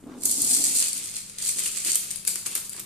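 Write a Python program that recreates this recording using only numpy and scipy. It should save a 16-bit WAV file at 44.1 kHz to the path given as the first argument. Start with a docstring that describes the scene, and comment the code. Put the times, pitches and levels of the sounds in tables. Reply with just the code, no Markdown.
"""Thin bamboo sticks are swept together over a tabletop, then shuffled into a bundle by hand.
Each contact is a noise crack plus damped bending modes; random trains of them make the rattle.
Sharp clicks, woody knocks and a loose ringing stick stand out; filtered impacts and noise
make the table rumble, bump and scrape. A small hard room answers over low air noise and
a faint mains hum; two close microphones listen."""
import sys
import numpy as np
from scipy import signal
from scipy.fft import rfft, irfft
from scipy.io import wavfile

SR = 44100
rng = np.random.default_rng(int(sys.argv[2]) if len(sys.argv) > 2 else 0)


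def dump_mix(stems):
    """Bounce the given channels to the path in sys.argv[1] as a 16-bit WAV at rate SR."""
    frames = np.atleast_2d(stems).T  # one column per channel
    limited = np.clip(frames, -1, 1)  # hard clip at full scale
    pcm = np.round(limited * 32767).astype(np.int16)
    wavfile.write(sys.argv[1], SR, pcm)


N = 125685  # length [samples]

# The sweep: (time [s], bright ticking level before trim [dB], duller clacking level [dB])
SWEEP = [(0.0,-62,-86),(.11,-61.5,-58),(.17,-56.5,-62),(.225,-34,-58.5),(.27,-27.5,-54),(.36,-26,-50.5),(.46,-23.5,-48.5),(.55,-19.5,-43.5),(.605,-26.5,-46.5),(.65,-19,-44.5),(.71,-28,-45),(.77,-19.5,-43.5),(.83,-24,-39),(.885,-27,-48),(.92,-43,-49),(.97,-23,-46),(1.01,-42.5,-48),(1.12,-49,-52),(1.25,-47.5,-58),(1.37,-47,-55),(2.85,-57,-72)]
# Shuffles of the bundle: (peak time [s], rise [s], fall [s],
# ticking level before trim [dB], clacking level [dB])
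SHUFFLES = [(1.047,0.017,0.037,-30.5,-51),(1.18,0.045,0.019,-34,-46),(1.43,0.027,0.056,-29.5,-42.5),(1.491,.025,0.0087,-20.5,-44.5),(1.60,0.027,0.042,-26.5,-39.5),(1.665,.018,0.022,-27.5,-39.5),(1.776,0.023,0.031,-27.5,-40.5),(1.873,0.02,0.023,-23,-35.5),(1.905,0.018,0.011,-23.5,-41),(1.96,0.019,0.019,-47,-42),(2.035,0.015,0.017,-37,-45),(2.11,0.022,0.041,-35.5,-45),(2.282,0.013,0.048,-29,-44.5),(2.468,0.011,0.009,-30.5,-39.5),(2.525,0.022,0.028,-35,-44.5),(2.564,0.0041,0.0059,-28,-42),(2.582,.008,0.012,-33,-44),(2.65,0.0092,0.011,-35.5,-58),(2.728,0.011,0.018,-39,-49),(2.785,0.02,0.02,-39,-49)]
# Stick-on-stick spectrum: (frequency [Hz], relative density [dB per Hz])
TICK_SPECTRUM = [(200,-36),(1500,-34),(3000,-22),(3650,-18),(4400,-8),(5300,-11),(6100,-7.5),(7300,-0.5),(8600,0.5),(9700,-2),(11200,-11),(12600,-9.5),(14200,-19),(16000,-27.5)]
# Duller stick-on-table spectrum: (frequency [Hz], relative density [dB per Hz])
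CLACK_SPECTRUM = [(60,-32),(200,-6.5),(380,-9.5),(650,-12.5),(1000,-13.5),(1600,-6),(2400,2.5),(3200,2),(4500,0),(7000,-3),(15000,-33)]
# Light contact in the rattle: (ring t60 [s], crack decay [s], crack share of power [0-1], rise [s])
LIGHT_CONTACT = (0.019, 0.00075, 0.63, 0.00052)
# Hard single contact: (ring t60 [s], crack decay [s], crack share of power [0-1], rise [s])
HARD_CONTACT = (0.017, 0.00048, 0.69, 0.00029)
# Sharp single contacts: (time [s], tick level before gain [dB], clack level before gain [dB],
# tick left minus right [dB], tick treble tilt [dB per octave])
CLICKS = [(0.2354,-14,-47,-6,3),(0.254,-9,-60,-6,9),(.2563,-6,-43,-7,8.5),(.2580,-8,-52,10,6),(.2955,-13,-47,0,2),(.3090,-17,-49,0,14.5),(.3130,-13,-51,1,1),(0.3146,-9.5,-52,-3,8.5),(0.4192,-7,-42,6.5,8),(0.5113,-10,-27,6,3.5),(.5480,-7,-29,13,7),(0.6398,-8.5,-31,-3,2),(0.8253,-12,-39,0,-11),(0.8833,-15,-28,3,-5),(.9310,-15,-44,8,-1),(1.1474,-25,-45,-1,-5),(1.1607,-25,-46,5,-13),(1.166,-16,-40,2,-3.5),(1.2977,-26.5,-42,5,-4),(1.3851,-19,-31,0,-6),(1.4234,-19.5,-53,-7,-3),(1.461,-18,-33,6,-2),(1.4923,-22,-26,1,-4),(1.5936,-14,-34,13,7),(1.6610,-17.5,-23.5,4,-7),(1.665,-18,-33,2,10),(1.7697,-19,-48,-11,-4),(1.8488,-16,-27,1,2),(1.918,-8.5,-39,-1,-2.5),(1.9310,-14,-41,14,0),(1.9472,-10.5,-29,-9,3),(1.9556,-5,-23.5,0.5,7),(1.9578,-14,-35,2.5,5),(2.107,-18.5,-38,11,4),(2.1117,-16,-35,0,6),(2.1784,-33,-53,-1,0),(2.2505,-21.5,-33,4,2),(2.2729,-15.5,-27,20,-4),(2.2768,-7.5,-24.5,1.5,13.5),(2.2832,-26,-26,-18,4),(2.357,-14,-30,0,4),(2.4608,-19,-36,-5,5),(2.4635,-19,-33,0,-3),(2.4666,-15.5,-34,9,11),(2.472,-32,-33,12,10),(2.5521,-10,-27,1,18.5),(2.5556,-17,-28.5,-6,-2),(2.5775,-20,-33,10,6),(2.6950,-24,-54,-3,13),(2.7019,-29,-45,-6,3),(2.7648,-26,-51,-1,0),(2.7778,-29,-44,-6,2),(2.796,-22,-44,-2.5,4),(2.7998,-20.5,-34.5,7,17)]
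# Stick ends knocking on the tabletop: (time [s], level [dB])
KNOCKS = [(1.6612,-22),(2.2770,-17.5),(2.3573,-20),(2.4598,-21),(2.467,-19),(2.5530,-20),(2.5600,-19),(2.5783,-23),(2.7440,-23.5),(2.765,-28),(2.7775,-26),(2.7865,-26),(2.7975,-24)]
# Knock spectrum: (frequency [Hz], relative density [dB per Hz])
KNOCK_SPECTRUM = [(100,-28),(450,-15),(750,-8),(1050,0.5),(1450,2),(2300,-1),(3200,-12),(6000,-30),(15000,-45)]
# Knock contact: (ring t60 [s], crack decay [s], crack share of power [0-1], rise [s])
KNOCK_CONTACT = (0.037, 0.0018, 0.59, 0.00041)
# Taps on a loose stick: (time [s], level before trim [dB], left minus right [dB])
LOOSE_TAPS = [(2.1591,-18,13),(2.2763,-10.5,11),(2.551,-37,-3),(2.6950,-22,1),(2.7322,-25,4)]
# Bending modes of the loose stick: (frequency [Hz], relative level [dB], t60 [s])
LOOSE_MODES = [(4780,-12.5,.05),(7300,-7,0.031),(8300,0,0.01),(10000,3.5,0.011),(12900,-9,.012)]
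# Rumble of the tabletop under rolling sticks: (time [s], level before trim [dB])
ROLL = [(0.0, -52), (0.018, -64), (0.03, -48), (0.1, -39), (0.122, -46.5), (0.172, -41.5), (0.228, -47),
        (0.264, -41.5), (0.342, -47.5), (0.38, -44), (0.48, -42.5), (0.504, -53), (0.52, -44),
        (0.732, -45.5), (0.912, -65.5), (1.0, -53.5)]
# Tabletop spectrum under rolling: (frequency [Hz], relative density [dB per Hz])
TABLE_SPECTRUM = [(40,-25),(110,-17),(190,-13),(240,-1),(275,3),(330,-8),(430,-11.5),(560,-18.5),(760,-19.5),(1300,-26),(3000,-61)]
# Bundle and hands bumping the tabletop: (time [s], level before envelope [dB], decay [s])
BUMPS = [(.034,-42,0.0087),(.985,-58.5,0.031),(1.555,-48.5,0.091),(1.655,-55,0.021),(1.855,-47,0.077),(2.464,-47.5,0.04),(2.555,-53.5,0.033),(2.742,-45.5,0.015),(2.778,-49,0.04)]
# Bump spectrum: (frequency [Hz], relative density [dB per Hz])
BUMP_SPECTRUM = [(50,-23),(140,-5),(220,9),(360,9),(550,-4),(900,-6.5),(1500,-23),(3000,-14.5),(8000,-34)]
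# Spectrum of a soft, deep push: (frequency [Hz], relative density [dB per Hz])
THUD_SPECTRUM = [(25,-9),(60,-8),(120,3),(200,-13),(500,-32),(2000,-57)]
# Sticks scraping along the table: (peak time [s], half length [s], peak level [dB],
# resonance [Hz], width of each of two filter passes [Hz])
SCRAPES = [(0.122,0.028,-51,1240,510),(0.514,.028,-50.5,733,111),(0.64,0.065,-54.5,690,200)]
# Reverberation time: (frequency [Hz], t60 [s])
ROOM_T60 = [(200,0.23),(700,1),(2000,0.47),(5000,0.67),(9000,0.45),(14000,0.49)]
# Stereo width of the tail: (frequency [Hz], share of left-right difference [0-1])
ROOM_WIDTH = [(300,0.19),(1000,0.88),(2500,0.33),(5000,0.79),(14000,1)]
# Room air spectrum: (frequency [Hz], relative density [dB per Hz])
AIR_SPECTRUM = [(20,-0.5),(60,-5.5),(100,-1),(160,3),(230,-6),(400,-8),(700,-18),(1500,-16),(4000,-28.5),(14000,-29)]
# Mains hum partials: (frequency [Hz], rms level [dB])
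HUM = [(100.4,-66),(200.3,-60.5)]
# Microphone port balance: (frequency [Hz], left minus right [dB])
PORTS = [(100,0),(2500,1),(5000,-0.5),(6300,-1.5),(7400,-2.5),(8100,-2.5),(9000,7),(10000,5),(11500,2),(14000,3.5)]

STICK_HZ = 428.6  # median lowest bending mode
PITCH_SPREAD = 0.2487  # spread of log frequency, as stick lengths differ
TICKS_PER_S, TICK_SPREAD_DB = 1700, 4.5
CLACKS_PER_S, CLACK_SPREAD_DB = 1300, 3
TICKING_TRIM_DB, CLICK_GAIN_DB, LOOSE_TRIM_DB = -2.0, 13, -5
ROLL_BUMPS_PER_S, ROLL_SPREAD_DB, ROLL_TRIM_DB = 700, 2.5, 0.5
ROLL_STOP_S, ROLL_WIDTH = 0.078, 0.22  # final decay; share of left-right difference
THUD_S, THUD_DB, THUD_DECAY_S = 0.41, -45, 0.02  # level before the envelope
TAIL_DB, EARLY_DB, EARLY_DECAY_S = -3.5, -10, 0.0095
# turns per second through the sets of echo paths, which keeps the tail from sounding tonal
ROOM_TURNS_PER_S = 9
AIR_DB, AIR_WIDTH = -56, 0.37  # rms level; share of left-right difference
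EDGE_HZ = 14450  # upper band limit


def amp(db):
    """Level law: decibels to amplitude gain."""
    return 10 ** (np.asarray(db) / 20)


def unit(x):
    """Power normalization: scales to rms 1."""
    return x / np.sqrt(np.mean(x ** 2) + 1e-20)


def read(points, hz):
    """Linear interpolation of a table on a log-frequency axis."""
    f, value = np.transpose(points)
    return np.interp(np.log(hz + 1), np.log(f + 1), value)


def add(mix, s, sound):
    """Superposition: adds a stereo sound to the mix at a time in seconds."""
    part = mix[:, max(round(s * SR), 0):][:, :sound.shape[1]]
    part += sound[:, :part.shape[1]]


def placed(pan_db):
    """Level-difference panning: left and right gains of constant power."""
    return unit(amp([[pan_db / 2], [-pan_db / 2]]))


def narrowed(x, width):
    """Inter-channel correlation: a shared part plus a share of left-right difference."""
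    left = x[0] + width * x[1]
    right = x[0] - width * x[1]
    return np.array([left, right]) / np.sqrt(1 + width ** 2)


def colour(x, points, tilt_db=0, size=1024):
    """Minimum-phase filtering: a causal response with the given spectrum, tilted per octave."""
    hz = abs(np.fft.fftfreq(size, 1 / SR))
    pivot_hz = SR / 10  # the tilt acts only above this
    octaves = np.log2(np.maximum(hz, pivot_hz) / pivot_hz)
    log_gain = np.log(amp(read(points, hz) + tilt_db * octaves))
    response = np.exp(np.conj(signal.hilbert(log_gain)))
    taps = np.fft.ifft(response).real[:size // 2]
    return signal.fftconvolve(x, taps[None], axes=1)[:, :x.shape[1]]


def handling():
    """Power summation: the long sweep and short shuffles set the strength of the rattle."""
    t = np.arange(N) / SR
    s, *levels = np.transpose(SWEEP)
    power = np.array([amp(np.interp(t, s, db)) ** 2 for db in levels])
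    for peak, rise, fall, tick_db, clack_db in SHUFFLES:
        onset = np.exp(-((t - peak) / rise) ** 2)
        release = np.exp(-abs(t - peak) / fall)
        swell = np.where(t < peak, onset, release)
        power += amp([[tick_db], [clack_db]]) ** 2 * swell
    tick_level, clack_level = np.sqrt(power)
    ticking = rattle(TICKS_PER_S, TICK_SPREAD_DB, TICK_SPECTRUM, tick_level)
    clacking = rattle(CLACKS_PER_S, CLACK_SPREAD_DB, CLACK_SPECTRUM, clack_level)
    return amp(TICKING_TRIM_DB) * ticking + narrowed(clacking, width=0.47)


def rattle(per_s, spread_db, spectrum, level, count=90):
    """Shot noise: many pairs of sticks knock at random, as hard as the hands move them."""
    train = impacts(per_s, spread_db) * level
    pair = rng.integers(0, count, N)
    rings = np.array([colour(contact(*LIGHT_CONTACT), spectrum) for _ in range(count)])
    rings /= np.sqrt((rings ** 2).sum(2).mean())  # mean energy 1
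    out = np.zeros((2, N))
    for at in np.flatnonzero(train):
        add(out, at / SR, train[at] * rings[pair[at]])
    return out


def impacts(per_s, spread_db):
    """Random point process: blows of uneven size and random sign, rms 1."""
    size = amp(spread_db * np.minimum(rng.exponential(1, N), np.pi))
    sign = rng.choice([-1, 1], N)
    struck = rng.random(N) < per_s / SR
    return unit(size * sign * struck)


def contact(ring_s, crack_s, crack_share, rise_s, size=1200, count=8):
    """Modal impact: a brief crack and damped free-bar bending modes of two sticks, in stereo."""
    t = np.arange(size) / SR
    lowest_hz = STICK_HZ * np.exp(PITCH_SPREAD * rng.standard_normal((2, 1)))
    ratios = ((2 * np.arange(1, count + 1) + 1) / 3) ** 2
    hz = (lowest_hz * ratios).ravel()
    cycles = hz[:, None] * t + rng.random((2, len(hz), 1))  # each side has its own phases
    audible = (hz < SR / 2)[:, None]
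    modes = (np.sin(2 * np.pi * cycles) * audible).sum(1)
    press = 1 - np.exp(-(t / rise_s) ** 2)
    ring = press * modes * np.exp(-np.log(1000) * t / ring_s)
    crack = press * rng.standard_normal((2, size)) * np.exp(-t / crack_s)
    return np.sqrt(crack_share) * unit(crack) + np.sqrt(1 - crack_share) * unit(ring)


def clicks():
    """Hard impact excitation: sharp bright ticks, each with a duller clack under it."""
    out = np.zeros((2, N))
    for s, tick_db, clack_db, pan_db, tilt_db in CLICKS:
        tick = colour(contact(*HARD_CONTACT), TICK_SPECTRUM, tilt_db)
        clack = narrowed(colour(contact(*LIGHT_CONTACT), CLACK_SPECTRUM), width=0.52)
        # energy 1 in each channel
        tick /= np.linalg.norm(tick, axis=1, keepdims=True)
        clack /= np.linalg.norm(clack, axis=1, keepdims=True)
        add(out, s, amp(tick_db) * placed(pan_db) * tick + amp(clack_db) * clack)
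    return out * amp(CLICK_GAIN_DB)


def knocks():
    """Impact on a plate: a stick end meets the table with a short woody knock."""
    out = np.zeros((2, N))
    for s, level_db in KNOCKS:
        knock = narrowed(colour(contact(*KNOCK_CONTACT), KNOCK_SPECTRUM), width=0.89)
        add(out, s, amp(level_db) * knock * np.sqrt(2) / np.linalg.norm(knock))
    return out


def loose_stick(size=4000):
    """Free modal decay: a stick outside the grip rings as a sum of damped sines."""
    out = np.zeros((2, N))
    t = np.arange(size) / SR
    for s, level_db, pan_db in LOOSE_TAPS:
        ring = np.zeros((2, size))
        for hz, db, t60 in LOOSE_MODES:
            cycles = hz * t + rng.random((2, 1))
            ring += amp(db - 60 * t / t60) * np.sin(2 * np.pi * cycles)
        add(out, s, amp(level_db + LOOSE_TRIM_DB) * placed(pan_db) * ring)
    return out


def rolling():
    """Random plate excitation: uneven rolling sticks make the table drone until gathered."""
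    t = np.arange(N) / SR
    s, db = np.transpose(ROLL)
    stopping = np.exp(-np.maximum(t - s[-1], 0) / ROLL_STOP_S)
    level = amp(np.interp(t, s, db) + ROLL_TRIM_DB) * stopping
    trains = np.array([impacts(ROLL_BUMPS_PER_S, ROLL_SPREAD_DB) for _ in range(2)])
    bumps = narrowed(trains, ROLL_WIDTH)
    return level * unit(colour(bumps, TABLE_SPECTRUM, size=4096))


def tabletop():
    """Plate and friction noise: dull bumps, a deep thud and scrapes along the table."""
    return table_bumps() + scrapes()


def table_bumps(size=12000):
    """Damped plate response: filtered noise with a short rise and exponential decay."""
    out = np.zeros((2, N))
    t = np.arange(size) / SR
    blows = [(*row, BUMP_SPECTRUM) for row in BUMPS]
    blows.append((THUD_S, THUD_DB, THUD_DECAY_S, THUD_SPECTRUM))
    for s, level_db, decay_s, spectrum in blows:
        noise = narrowed(rng.standard_normal((2, size)), width=0.41)
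        body = unit(colour(noise, spectrum, size=2048))
        envelope = np.minimum(t / 0.0049, 1) * np.exp(-t / decay_s)
        add(out, s, amp(level_db) * body * envelope)
    return out


def scrapes():
    """Friction-driven resonance: noise passes a resonator twice under a Gaussian swell."""
    out = np.zeros((2, N))
    t = np.arange(N) / SR
    for peak, half, level_db, hz, width_hz in SCRAPES:
        b, a = signal.iirpeak(hz, hz / width_hz, SR)
        noise = narrowed(rng.standard_normal((2, N)), width=0.73)
        rub = signal.lfilter(b, a, signal.lfilter(b, a, noise))
        out += amp(level_db) * unit(rub) * np.exp(-((t - peak) / half) ** 2)
    return out


def room(x, count=5):
    """Time-varying reverberation: the sound passes through several sets of echo paths in turn."""
    turn = np.arange(N) / SR * ROOM_TURNS_PER_S
    offsets = np.arange(count)[:, None] / count
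    shares = np.maximum(np.cos(2 * np.pi * (turn - offsets)), 0) ** 2
    shares /= np.sqrt((shares ** 2).sum(0))  # constant total power
    return sum(signal.fftconvolve(x * share, room_response(), axes=1)[:, :N] for share in shares)


def room_response():
    """Impulse response: early reflections from table and hands, then a diffuse decaying tail."""
    time = np.arange(SR) / SR
    hz, t, z = signal.stft(rng.standard_normal((2, SR)), SR, nperseg=256)
    decay = amp(-60 * t / read(ROOM_T60, hz)[:, None])
    z = narrowed(z, read(ROOM_WIDTH, hz)[:, None]) * decay
    tail = signal.istft(z, SR, nperseg=256)[1][:, :SR] * np.minimum(time / 0.0067, 1)
    sparse = rng.standard_normal((2, SR)) * (rng.random((2, SR)) < 2000 / SR)  # 2000 echoes per s
    early = sparse * np.exp(-time / EARLY_DECAY_S) * (time > .001)
    return (amp(TAIL_DB) * unit(tail) + amp(EARLY_DB) * unit(early)) / np.sqrt(SR)


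def background():
    """Stationary noise and steady tones: low room air and mains hum."""
    t = np.arange(N) / SR
    noise = narrowed(rng.standard_normal((2, N)), AIR_WIDTH)
    sound = amp(AIR_DB) * unit(colour(noise, AIR_SPECTRUM, size=4096))
    for hz, db in HUM:
        sound += amp(db) * np.sqrt(2) * np.sin(2 * np.pi * (hz * t + rng.random()))
    return sound


def scene():
    """Linear superposition: sticks, their room response, table and background add."""
    sticks = handling() + clicks() + knocks() + loose_stick()
    return sticks + room(sticks) + rolling() + tabletop() + background()


def record(dry):
    """Transduction: port balance by frequency, soft saturation of high peaks, then a band limit."""
    lean_db = read(PORTS, np.fft.rfftfreq(N, 1 / SR))
    heard = irfft(rfft(dry) * amp([lean_db / 2, -lean_db / 2]), N)
    heard = heard / (1 + (heard / .62) ** 4) ** .25
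    lowpass = signal.firwin(301, EDGE_HZ, window=("kaiser", 8), fs=SR)
    return signal.oaconvolve(heard, lowpass[None], "same")


dry = scene()
out = record(dry)
dump_mix(out)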